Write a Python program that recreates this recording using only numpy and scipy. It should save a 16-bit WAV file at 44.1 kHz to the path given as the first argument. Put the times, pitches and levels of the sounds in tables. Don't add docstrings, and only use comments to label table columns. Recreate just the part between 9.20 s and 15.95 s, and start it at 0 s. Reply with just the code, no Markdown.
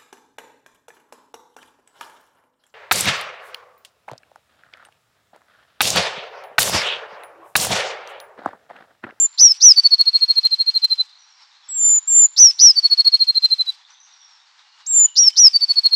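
import sys
import numpy as np
from scipy import signal
from scipy.fft import rfft, irfft
from scipy.io import wavfile
from scipy.ndimage import uniform_filter1d, minimum_filter1d

SR = 44100
rng = np.random.default_rng(int(sys.argv[2]) if len(sys.argv) > 2 else 0)


def file_out(sig):
    cols = np.atleast_2d(sig).T
    lim = np.clip(cols, -1, 1)
    pcm = np.round(lim * 32767).astype(np.int16)
    wavfile.write(sys.argv[1], SR, pcm)


N = 297675
TIME = np.arange(N) / SR


def from_db(db):
    return 10 ** (np.asarray(db) / 20)


def rms_one(x):
    return x / np.sqrt(np.mean(x ** 2) + 1e-20)


def drift(rate_hz, size):
    sos = signal.butter(4, rate_hz, fs=SR, output="sos")
    settling = SR // 10
    noise = rng.standard_normal(size + settling)
    return rms_one(signal.sosfilt(sos, noise))[-size:]


def coloured(x, spectrum):
    hz, db = np.transpose(spectrum)
    bins = np.maximum(np.fft.rfftfreq(N, 1 / SR), 1)
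    weight = from_db(np.interp(np.log(bins), np.log(hz), db))
    return rms_one(irfft(rfft(x) * weight, N))


def loudness_of(song):
    return np.sqrt(np.abs(uniform_filter1d(song ** 2, size=400)))


def foliage(x, t60, build=0.0062):
    t = TIME[:SR]
    envelope = from_db(-60 * t / t60) * (1 - np.exp(-t / build))
    tail = rng.standard_normal(SR) * envelope
    return signal.fftconvolve(x, tail / np.linalg.norm(tail))[:N]


def add(out, gesture, jitter, jitter_hz, shimmer_db, attack=0.0045, release=0.003,
        droop=0.066, scoop=0, overtone_db=-70):
    s, hz, db = np.transpose(gesture)
    span = (TIME > s[0] - attack) & (TIME < s[-1] + release)
    t = TIME[span]
    opening = np.clip((t - s[0]) / attack + 1, 0, 1)
    closing = np.clip((t - s[-1]) / release, 0, 1)
    bend = (1 - scoop * (1 - opening) ** 2) * (1 - droop * closing ** 2)
    glide = uniform_filter1d(np.interp(t, s, hz), size=220, mode="nearest")
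    frequency = glide * bend * (1 + jitter * drift(jitter_hz, len(t)))
    phase = 2 * np.pi * np.cumsum(frequency) / SR
    level = from_db(np.interp(t, s, db) + shimmer_db * drift(jitter_hz, len(t)))
    gate = (np.sin(np.pi / 2 * opening) * np.cos(np.pi / 2 * closing)) ** 2
    tone = np.sin(phase) + from_db(overtone_db) * np.sin(2 * phase)
    out[span] += np.sqrt(2) * level * gate * tone


def garden_air(level_db=-56, waver_db=1.5):
    # f/Hz, relative level per Hz/dB
    garden_spectrum = [(300, -40), (600, -21), (850, -1.5), (1200, -3), (2000, -4.5), (2700, -7),
                       (4100, -3.5), (5500, -7.5), (7500, -17.5), (10000, -40.5), (15000, -49.5)]
    level = from_db(level_db + waver_db * drift(12, N))
    return level * coloured(rng.standard_normal(N), garden_spectrum)


def far_birds(chatter_db=-63, count=130):
    # start t/s, notes, note length t/s, start f/Hz, slide f/Hz, level/dB
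    far_calls = [(1.989, 3, .065, 5930, -450, -57), (2.421, 1, .13, 5450, -180, -59.5),
                 (2.413, 1, 0.31, 3476, -400, -60.5), (4.706, 2, 0.037, 5740, 501, -55),
                 (4.804, 4, 0.062, 6050, -380, -55.5), (5.44, 1, 0.17, 2820, 40, -62),
                 (5.639, 1, 0.17, 3780, 69, -53), (5.852, 1, .034, 3090, -180, -44.5),
                 (5.967, 2, 0.089, 2960, 117, -51)]
    gap_s, step = 0.1, 0.36
    out = np.zeros(N)
    for start, notes, length, start_hz, slide_hz, db in far_calls:
        for k in range(round(notes)):
            onset = start + k * gap_s
            hz = start_hz + k * step * slide_hz
            add(out, [(onset, hz, db), (onset + length, hz + slide_hz, db)],
                jitter=.012, jitter_hz=90, shimmer_db=5.0, attack=0.0089, release=0.009)
    for when, start, end in rng.random((count, 3)):
        onset = when * (TIME[-1] - .1)
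        hz = 3500 + 1200 * start
        end_hz = hz + 700 * (end - .5)
        add(out, [(onset, hz, chatter_db), (onset + 0.038, end_hz, chatter_db)],
            jitter=0.041, jitter_hz=121, shimmer_db=7.0, attack=0.013, release=0.014)
    return out


def airy_haze(lower_notes, level_db=-39.0, flutter_db=4):
    # f/Hz, relative level per Hz/dB
    haze_spectrum = [(500, -40.5), (2000, -14), (3100, -5.5), (3700, -8.5), (4700, -1), (5800, -8),
                     (6800, -15), (8300, -15), (10000, -29.5), (15000, -37.5)]
    airy = coloured(rng.standard_normal(N), haze_spectrum) * np.sqrt(loudness_of(lower_notes))
    return from_db(level_db + flutter_db * drift(32, N)) * foliage(airy, t60=0.27)


def crackle(song, hiss_db=-46, crackle_db=-34, size_spread_db=3):
    # f/Hz, relative level per Hz/dB
    hiss_spectrum = [(30, -9.5), (500, -2.5), (1200, 2.5), (3200, -1.5), (5500, -15.5), (8000, -3.5),
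                     (15000, -8.5)]
    tick_spectrum = [(30, 0), (1000, 3), (4000, 0), (9000, 0), (15000, -1.5), (15600, -17)]
    first_tick_s, tick_gap_s = .0221, .02322
    at = (np.arange(first_tick_s, TIME[-1], tick_gap_s) * SR).astype(int)
    ticks = np.zeros(N)
    sizes = from_db(size_spread_db * rng.standard_normal(len(at)))
    ticks[at] = sizes * rng.choice([-1, 1], len(at))
    loudness = loudness_of(song)
    hiss = coloured(rng.standard_normal(N), hiss_spectrum) * np.sqrt(loudness)
    return from_db(hiss_db) * hiss + from_db(crackle_db) * coloured(ticks, tick_spectrum) * loudness


def near_echoes(song):
    # delay t/s, level/dB
    reflections = [(.0052, -24), (.0083, -18.5), (0.012, -24)]
    return sum(from_db(db) * np.interp(TIME - delay, TIME, song, left=0) for delay, db in reflections)


def whistles(attack=0.0092, flick_s=0.018, fade_db=-0.6):
    # start t/s, length t/s, start f/Hz, held f/Hz, end f/Hz, share of the note spent sinking,
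    # start level/dB, full level/dB, opening flick (0-1)
    whistle_notes = [(-.12, 0.18, 7500, 7320, 7170, .4, -18, -12, 0.3),
                     (2.494, 0.29, 7850, 7167, 7030, .43, -32.5, -11, 0.11),
                     (2.882, 0.1755, 7444, 7230, 7050, .42, -17.5, -8, 0.08),
                     (5.678, 0.18, 7580, 7106, 6990, 0.72, -25, -9, 0.66)]
    held_until, swell_share = .68, 0.55
    out, along = np.zeros(N), np.linspace(0, 1, 50)
    for start, length, start_hz, held_hz, end_hz, sinking, start_db, full_db, flick in whistle_notes:
        hz = np.interp(along, [0, min(sinking, held_until), held_until, 1],
                       [start_hz, held_hz, held_hz, end_hz])
        db = np.interp(along, [0, swell_share, 1], [start_db, full_db, full_db + fade_db])
        add(out, np.transpose([start + length * along, hz, db]),
            jitter=0.0032, jitter_hz=219.4, shimmer_db=0.73,
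            attack=attack + flick_s * flick, release=0.0066, droop=.075, scoop=flick)
    return out


def slurs(rise=.028, lead=0.0064, foot_hz=3620, foot_db=-31, crest_db=-6.5, knee_db=-4, upper_db=-15):
    # crest t/s, end t/s, crest f/Hz, middle f/Hz, end f/Hz,
    # early level/dB, late level/dB, end level/dB
    slurred_notes = [(0.214, 0.32, 6060, 5594, 5216, -2.5, -16, -8),
                     (0.439, 0.521, 6110, 5760, 4980, 1.5, -6.5, -3),
                     (3.2, 3.31, 6090, 5660, 5200, 0, -11, -17.5),
                     (3.422, 3.512, 6016, 5610, 5040, -1.5, -7, -7.5),
                     (5.992, 6.085, 5735, 5634, 5246, -10, -14, -3),
                     (6.195, 6.282, 5910, 5640, 4960, -8.5, 1, -8.5)]
    out = np.zeros(N)
    along = np.array([0, .4, .75, 1])
    for crest, end, crest_hz, middle_hz, end_hz, *levels in slurred_notes:
        start = crest - rise
        knee_hz = crest_hz - (crest_hz - foot_hz) / 3
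        climb = [(start, foot_hz, foot_db), (crest - rise / 3, knee_hz, crest_db + knee_db)]
        fall_hz = np.interp(along, [0, .5, 1], [crest_hz, middle_hz, end_hz])
        fall = zip(crest + along * (end - crest), fall_hz, [crest_db, *levels])
        add(out, climb + list(fall), jitter=0.0058, jitter_hz=300, shimmer_db=0.0, release=.004, droop=0.16)
        upper = [(start - lead, 4100, -34), (crest - .02, 5100, upper_db - 0.5),
                 (crest - .01, 5850, upper_db), (crest - .003, 6300, -27)]
        add(out, upper, jitter=0.022, jitter_hz=603, shimmer_db=4.0)
        rough = [(start, 5650, -29), (crest - rise / 2, 6100, -27)]
        add(out, rough, jitter=0.05, jitter_hz=610, shimmer_db=3.5)
    return out


def trill_notes():
    # start t/s, notes, first gap t/s, last gap t/s
    trill_timing = [(.560, 17, .0738, .0805), (3.555, 13, .0723, .0819), (6.331, 6, .075, .0775)]
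    # t/s, f/Hz, level/dB
    trill_courses = [
        [(.56, 4537, -6.5), (.71, 4370, -6.5), (.86, 4280, -9.5), (1.08, 4285, -10), (1.3, 4167, -11),
         (1.384, 4233, -12), (1.465, 4196, -12.5), (1.69, 4136, -11.2), (1.78, 4047, -13.5)],
        [(3.555, 4550, -10.5), (3.63, 4377, -9), (3.85, 4312, -7), (4.144, 4177, -10.5), (4.225, 4143, -8),
         (4.381, 4090, -13), (4.467, 3947, -17.4)],
        [(6.33, 4580, -9), (6.48, 4465, -11), (6.63, 4310, -8), (6.71, 4275, -10)],
    ]
    for (start, count, first_gap, last_gap), course in zip(trill_timing, trill_courses):
        gaps = first_gap + (last_gap - first_gap) * np.linspace(0, 1, count - 1) ** 2
        s, hz, db = np.transpose(course)
        for onset in start + np.cumsum([0, *gaps]):
            yield onset, np.interp(onset, s, hz), np.interp(onset, s, db)


def trill(dip_spread=.3, swell_spread_db=.7, rasp_db=-28):
    # t/s from onset, pitch ratio, level/dB added to the course
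    note_gesture = [(0, 1.06, -25), (.006, 1.008, -15), (.014, 1.0, -6.5), (.022, .983, -1.3),
                    (.032, 1.016, 1.3), (.039, .992, -3), (.043, .96, -18)]
    out = np.zeros(N)
    s, ratio, swell_db = np.transpose(note_gesture)
    for onset, hz, db in trill_notes():
        bend = 1 + (ratio - 1) * (1 + dip_spread * rng.standard_normal(len(s)))
        level = db + swell_db + swell_spread_db * rng.standard_normal(len(s))
        add(out, np.transpose([onset + s, hz * bend, level]),
            jitter=0.0026, jitter_hz=223, shimmer_db=1.0,
            attack=0.0011, release=0.0025, droop=0.12, overtone_db=-46.5)
        rasp = [(onset + 0.0029, hz * 1.06, db + rasp_db), (onset + .008, hz * 1.005, db + rasp_db - 5)]
        add(out, rasp, jitter=0.073, jitter_hz=592.3, shimmer_db=5.0, attack=0.0047, release=0.006)
    return out


def scene():
    lower_notes = slurs() + trill()
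    song = whistles() + lower_notes
    tail = from_db(-33) * foliage(song, t60=0.41) + from_db(-34.5) * foliage(song, t60=0.98)
    far_direct = far_birds()
    far = from_db(-4.5) * far_direct + from_db(-5.0) * foliage(far_direct, t60=0.45)
    near = song + near_echoes(song) + tail + airy_haze(lower_notes) + crackle(song)
    return (near + far + garden_air())[None]


def record(dry):
    ceiling, cutoff_hz = 1.02, 15500
    allowed = ceiling / np.maximum(np.abs(dry), ceiling)
    gain = uniform_filter1d(minimum_filter1d(allowed, size=89), size=89)
    low_pass = signal.ellip(10, .1, 80, cutoff_hz, fs=SR, output="sos")
    return signal.sosfilt(low_pass, dry * gain)


dry = scene()
out = record(dry)
file_out(out)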